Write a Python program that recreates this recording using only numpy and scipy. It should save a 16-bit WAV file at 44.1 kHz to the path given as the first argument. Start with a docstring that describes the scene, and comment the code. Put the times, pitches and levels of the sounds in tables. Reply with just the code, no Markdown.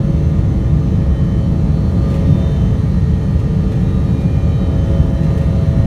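"""A window seat inside a regional airliner climbing after takeoff, the microphone at the seat.
Jet exhaust and airflow shake the fuselage: shaped noise makes a deep roar, with thumping buffets, under a
hiss of air. Supersonic fan tips add a faint buzz-saw whine, a wavering tone on each multiple of the shaft
speed. Steady machine tones lie behind it, and grainy puffs of noise rustle nearby."""
import sys
import numpy as np
from scipy import signal
from scipy.fft import irfft, next_fast_len
from scipy.io import wavfile
from scipy.ndimage import uniform_filter1d, minimum_filter1d

SR = 44100
rng = np.random.default_rng(int(sys.argv[2]) if len(sys.argv) > 2 else 0)


def store_pcm(level_fs):
    """Save levels as 16-bit WAV."""
    pcm = np.round(np.clip(level_fs, -1, 1) * 32767).astype(np.int16)
    wavfile.write(sys.argv[1], SR, np.atleast_2d(pcm).T)


N = 258426
TIME = np.arange(N) / SR  # s
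FREQ = np.fft.rfftfreq(2 * next_fast_len(N // 2 + 1), 1 / SR)  # Hz
PATH_STEPS = 2048  # points in one slow path across the whole scene


def gain_of(db):
    """Decibels to amplitude."""
    return np.exp(np.asarray(db) * np.log(10) / 20)


def evened(x):
    """Scales to rms 1."""
    return x / np.sqrt(np.mean(abs(x) ** 2) + 1e-30)


def read(points, hz):
    """A spectrum's dB at hz, on a log-frequency axis; silent beyond its ends."""
    f, db = np.transpose(points)
    return np.interp(np.log(hz + 1), np.log(f + 1), db, left=-200, right=-200)


def bumps(peaks):
    """Resonances, or dips where dB is negative, as dB over FREQ."""
    return sum(db / (1 + (2 * (FREQ - hz) / width) ** 4) for hz, width, db in peaks)


def curve(rows):
    """The second column of a timed table, at every sample."""
    s, values = np.transpose(rows)
    return np.interp(TIME, s, values)


def swell(s, length, order=2):
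    """A smooth rise to 1 at time s, and its fall; a higher order holds the top."""
    return np.exp(-np.minimum(2 * abs(TIME - s) / length, 3) ** order)


def noise(db):
    """Noise of rms 1 with the spectrum db over FREQ."""
    real, imaginary = rng.standard_normal((2, len(FREQ)))
    spectrum = (real + 1j * imaginary) * gain_of(db)
    return evened(irfft(spectrum)[:N])


def flutter(width_hz):
    """A slow complex wander of rms 1 and the given bandwidth, in PATH_STEPS steps."""
    hz = np.fft.fftfreq(PATH_STEPS, N / SR / PATH_STEPS)
    z = rng.standard_normal((PATH_STEPS, 2)) @ [1, 1j]
    return evened(np.fft.ifft(z / (1 + (2 * hz / width_hz) ** 2)))


def stretched(path):
    """A slow path joined by straight lines, at every sample."""
    path = path.astype(np.float32)
    ramp = np.linspace(0, 1, N // (len(path) - 1) + 1, False, dtype=np.float32)
    return (path[:-1, None] + np.diff(path)[:, None] * ramp).ravel()[:N]


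def tone(turns, path):
    """A line of rms 1 whose strength and phase follow the complex path."""
    angle = (2 * np.pi * (turns - np.floor(turns))).astype(np.float32)
    path = np.sqrt(2) * evened(path) * np.exp(2j * np.pi * rng.random())  # random starting phase
    return stretched(path.real) * np.cos(angle) - stretched(path.imag) * np.sin(angle)


AIRSPEED_DB_PER_S = 0.36  # the airflow grows as the aircraft gathers speed
# surges of the airflow outside the window: (time [s], rise [dB], length [s])
SURGES = [(1.5, -0.2, 0.45), (2.17, 2.5, 0.49), (2.55, 1.5, .4), (3.815, 1, .3), (4.92, 2, 0.24),
          (5.33, 1, .35)]


def airflow_db():
    """Strength of the airflow: a slow climb with a few surges."""
    climb = AIRSPEED_DB_PER_S * (TIME - TIME.mean())
    return climb + sum(db * swell(s, length) for s, db, length in SURGES)


# the fan's drone stands in the cabin as a drifting pattern;
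# how near the microphone is to a quiet spot of it: (time [s], nearness [0-1])
QUIET_SPOT = [(0, .15), (1.1, 0.41), (2.35, 0.24), (3.0, 0.84), (3.75, 0.96), (4.75, 0.02), (5.86, 0.04)]


def quiet_spot_nearness():
    """How near the seat is to a quiet spot of the drone, 0 to 1."""
    return curve(QUIET_SPOT)


# brief soft rustles nearby, perhaps of clothing: (time [s], level [dB], length [s])
RUSTLES = [(2.017, -53, .04), (2.099, -44.5, 0.036), (2.139, -44.5, 0.047), (3.39, -49, .025),
           (3.715, -47, .03), (4.204, -47, .03), (5.23, -48, .035), (5.30, -49, .02), (5.374, -45, .025),
           (5.408, -47, 0.036)]
# their relative noise spectrum: (frequency [Hz], density [dB per Hz])
RUSTLE_COLOUR = [(800, -19), (2500, 10), (4500, -0.5), (8000, -4), (12000, -10), (16000, -15)]


def rustles(rise_s=0.0027, grain=0.28, grain_hz=300):
    """Each rub is a grainy puff that starts quickly and dies away."""
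    stroke = np.zeros(N)
    for s, db, length in RUSTLES:
        age = np.clip(TIME - s, 0, 10 * length)
        stroke += gain_of(db) * np.minimum(age / rise_s, 1) * np.exp(-(age / length) ** 2)
    roughness = stretched(abs(1 + grain * flutter(grain_hz)))
    return stroke * roughness * noise(read(RUSTLE_COLOUR, FREQ))


# engine cores, pumps and cabin fans heard at the seat: (frequency [Hz], level [dB], width [Hz])
MACHINES = [(267.1, -38, 3), (686, -55.5, 3), (1726, -56.5, 13), (2255, -61.5, 9), (2697, -62, 1.5)]


def machines(steady=0.62):
    """Wavering tones unrelated to the fan speed."""
    return sum(gain_of(db) * tone(hz * TIME, steady + flutter(width)) for hz, db, width in MACHINES)


# moments when one shaft order swells and sings out: (time [s], multiple, rise [dB], length [s])
FLARES = [(.32, 11, 3.5, 0.15), (.55, 56, 6.5, 1.3), (.66, 11, 5.5, 0.12), (1.067, 4, 2.5, 0.28),
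          (1.22, 28, 6, 0.75), (1.3, 6, 3.5, 1.3), (1.7, 40, 7.5, 0.93), (2.15, 5, 3, 0.27),
          (2.174, 11, 6.5, 0.38), (2.33, 33, 9, 0.61), (2.53, 6, 8, 0.39), (2.57, 28, 7.5, 0.46),
          (2.6, 56, 4, .8), (3.95, 11, 4.5, .3), (4.0, 35, 10, 0.5), (4.1, 89, 13, .4),
          (4.3, 22, 6.5, 0.99), (4.677, 35, 10, 0.51), (4.81, 28, 8, 0.75), (5.55, 17, 6, 0.72),
          (5.55, 84, 15, .7)]


def flare_db(multiple):
    """How far one shaft order stands above its usual level."""
    return sum(db * swell(s, length, order=4) for s, k, db, length in FLARES if round(k) == multiple)


# levels of the shaft orders are before flares and airflow
# fan shaft speed: (time [s], speed [turns per s])
SHAFT = [(0.0, 109.58), (1.6, 109.53), (4.2, 109.67), (5.86, 109.7)]
# low orders that make the drone, their level at time 0 away from the quiet spot:
# (multiple, level [dB], change at the quiet spot [dB], drift [dB per s])
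DRONE = [(3, -30.5, -8, -1.55), (4, -40, 7.5, -0.41), (5, -35.5, -9.5, 0.14), (6, -42, -14.5, 0.58)]
# the strongest whining orders: (multiple, level [dB], weight of the steady part, rate of fading [Hz])
WHINE = [(11, -51.5, .9, 8.3), (17, -55, .9, 6), (28, -59, 1.4, 8.6), (35, -65.5, 1.3, 4.3),
         (56, -67.5, .9, 9)]
# the weaker shaft orders: (multiple, level before buzz_db [dB])
BUZZ = [(2, -31.5), (7, -50), (8, -62.5), (9, -54.5), (10, -54.5), (12, -68), (13, -57), (15, -70),
        (19, -60), (22, -61), (23, -75), (24, -66.5), (25, -65.5), (27, -70), (29, -71.5), (31, -70.5),
        (32, -66.5), (33, -62), (36, -61.5), (37, -61), (38, -67), (39, -63.5), (40, -62.5), (41, -65.5),
        (45, -68.5), (46, -68.5), (51, -68.5), (52, -70)]
# the comb of high orders between and above those: (frequency [Hz], level of one order before comb_db [dB])
COMB = [(2000, -76), (4700, -82), (6200, -73), (7200, -76), (7700, -81.5), (8800, -80.5), (10000, -84),
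        (11000, -86.5)]


def fan(buzz_db=-1.0, comb_db=0.5, scatter=0.015, scatter_hz=20, fade_hz=0.075, direct=0.97, short_order=30,
        drone_waver=.2, drone_waver_hz=4, flow_share=0.48):
    """Unequal blade shocks repeat once a turn; shifting paths into the cabin make each order fade."""
    speed_hz = curve(SHAFT)
    nearness = quiet_spot_nearness()
    turns, mean_hz = np.cumsum(speed_hz) / SR, speed_hz.mean()
    drone, whine, buzz = ({round(k): rest for k, *rest in table} for table in (DRONE, WHINE, BUZZ))
    out = np.zeros(N)
    for k in range(2, 101):
        blur = scatter * k * flutter(scatter_hz)  # turbulence scatters the short waves most
        if k in drone:
            db, quiet_db, drift_db = drone[k]
            db = db + quiet_db * nearness + drift_db * TIME
            path = 1 + drone_waver * flutter(drone_waver_hz)
        elif k in whine:
            db, steady, fading_hz = whine[k]
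            path = steady + flutter(fading_hz) / 2
        else:
            db = buzz[k][0] + buzz_db if k in buzz else read(COMB, k * mean_hz) + comb_db
            # high orders fade deeper and faster
            path = direct / (1 + (k / short_order) ** 3) + flutter(1 + fade_hz * k)
        out += gain_of(db + flare_db(k)) * tone(k * turns, path + blur)
    return gain_of(flow_share * airflow_db()) * out


# relative spectrum of the hiss: (frequency [Hz], density [dB per Hz])
HISS = [(1200, -100), (1600, -76.5), (1850, -73.5), (2200, -79), (2900, -82.5), (3100, -80.5),
        (4350, -86.5), (4750, -90), (6150, -87.5), (7100, -94.5), (7750, -98), (8500, -96.5), (9900, -97),
        (10300, -101), (11500, -100.5), (16000, -108)]
# narrow colours added to it: (frequency [Hz], width [Hz], height [dB])
HISS_PEAKS = [(8800, 250, 6), (11900, 750, 1.5), (10400, 500, -6)]


def hiss(body_db=-47.0, top_db=-59.0, top_flow_share=0.82, split_hz=6800, waver_db=.5, waver_hz=5):
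    """Air rushes past the window and out of the vents; body and top follow the airflow, each wavering."""
    colour, flow_db = read(HISS, FREQ) + bumps(HISS_PEAKS), airflow_db()
    top_share = 1 / (1 + (split_hz / (FREQ + 1)) ** 10)  # share of the power
    body = body_db + flow_db, 1 - top_share
    top = top_db + top_flow_share * flow_db, top_share
    out = np.zeros(N)
    for db, share in (body, top):
        waver = waver_db * stretched(flutter(waver_hz).real)
        out += gain_of(db + waver) * noise(colour + 10 * np.log10(share + 1e-12))
    return out


# relative spectrum of the air drumming on the skin: (frequency [Hz], density [dB per Hz])
ROAR = [(200, -79), (300, -57), (350, -51), (380, -58), (430, -55), (570, -60), (730, -69), (800, -64.5),
        (1120, -73), (1210, -68), (1480, -79), (1900, -110.5)]


def roar(level_db=-31.5, quiet_spot_db=-0.74):
    """The turbulent air layer drums on the skin panels."""
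    db = level_db + airflow_db() + quiet_spot_db * quiet_spot_nearness()
    return gain_of(db) * noise(read(ROAR, FREQ))


# relative spectrum of the exhaust rumble: (frequency [Hz], density [dB per Hz])
RUMBLE = [(14, -52), (28, -54), (50, -37.5), (72, -32), (90, -35.5), (155, -38), (190, -37), (215, -51.5),
          (265, -49), (330, -62), (500, -101.5)]
# booming air modes of the cabin: (frequency [Hz], width [Hz], height [dB])
CABIN_MODES = [(71, 39, -0.5), (152, 8.5, 3.5)]


def cabin_boom():
    """Low noise coloured by the air modes of the cabin, rms 1."""
    return noise(read(RUMBLE, FREQ) + bumps(CABIN_MODES))


# buffets that thump the fuselage: (time [s], level [dB], length [s])
BUFFETS = [(0.392, -11.5, 0.041), (0.502, -9, 0.015), (0.759, -11.5, 0.051), (2.315, -10, 0.11),
           (5.009, -4.5, 0.017), (5.793, -9, 0.042)]


def buffets():
    """Each gust is a short burst of the cabin's own boom."""
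    boom, out = cabin_boom(), np.zeros(N)
    for s, db, length in BUFFETS:
        shape = swell(s, length)
        push = shape * boom
        # every burst gets the energy of its shape, whatever the noise does there
        out += gain_of(db) * push * np.linalg.norm(shape) / np.linalg.norm(push)
    return out


def rumble(level_db=-13.0, steadiness=0.49, span_s=0.15):
    """Exhaust noise booms through the fuselage at a nearly steady strength."""
    boom, span = cabin_boom(), round(span_s * SR)
    # the thrust is constant, so the boom's slow swells are partly evened out
    power = uniform_filter1d(uniform_filter1d(boom ** 2, span), span // 2)
    surge = np.sqrt(abs(power) + 1e-6)
    return gain_of(level_db) * evened(boom / surge ** steadiness)


def scene():
    """All that reaches the microphone at the seat, as one channel."""
    return (rustles() + machines() + fan() + hiss() + roar() + buffets() + rumble())[None]


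CEILING, EDGE_HZ = .99, 15720  # limiter ceiling (full scale = 1), top of the microphone's band [Hz]


def record(dry, hold_s=0.0092):
    """A smooth limiter holds the biggest booms under full scale; then brief end fades and the band limit."""
    span = round(hold_s * SR)
    allowed = np.minimum(1, CEILING / (abs(dry) + 1e-9))
    limited = dry * uniform_filter1d(minimum_filter1d(allowed, span), span)
    faded = limited * signal.windows.tukey(N, .001)
    lowpass = signal.firwin(1023, EDGE_HZ, window=("kaiser", 9), fs=SR)
    return signal.oaconvolve(faded, lowpass[None], "same")


dry = scene()
out = record(dry)
store_pcm(out)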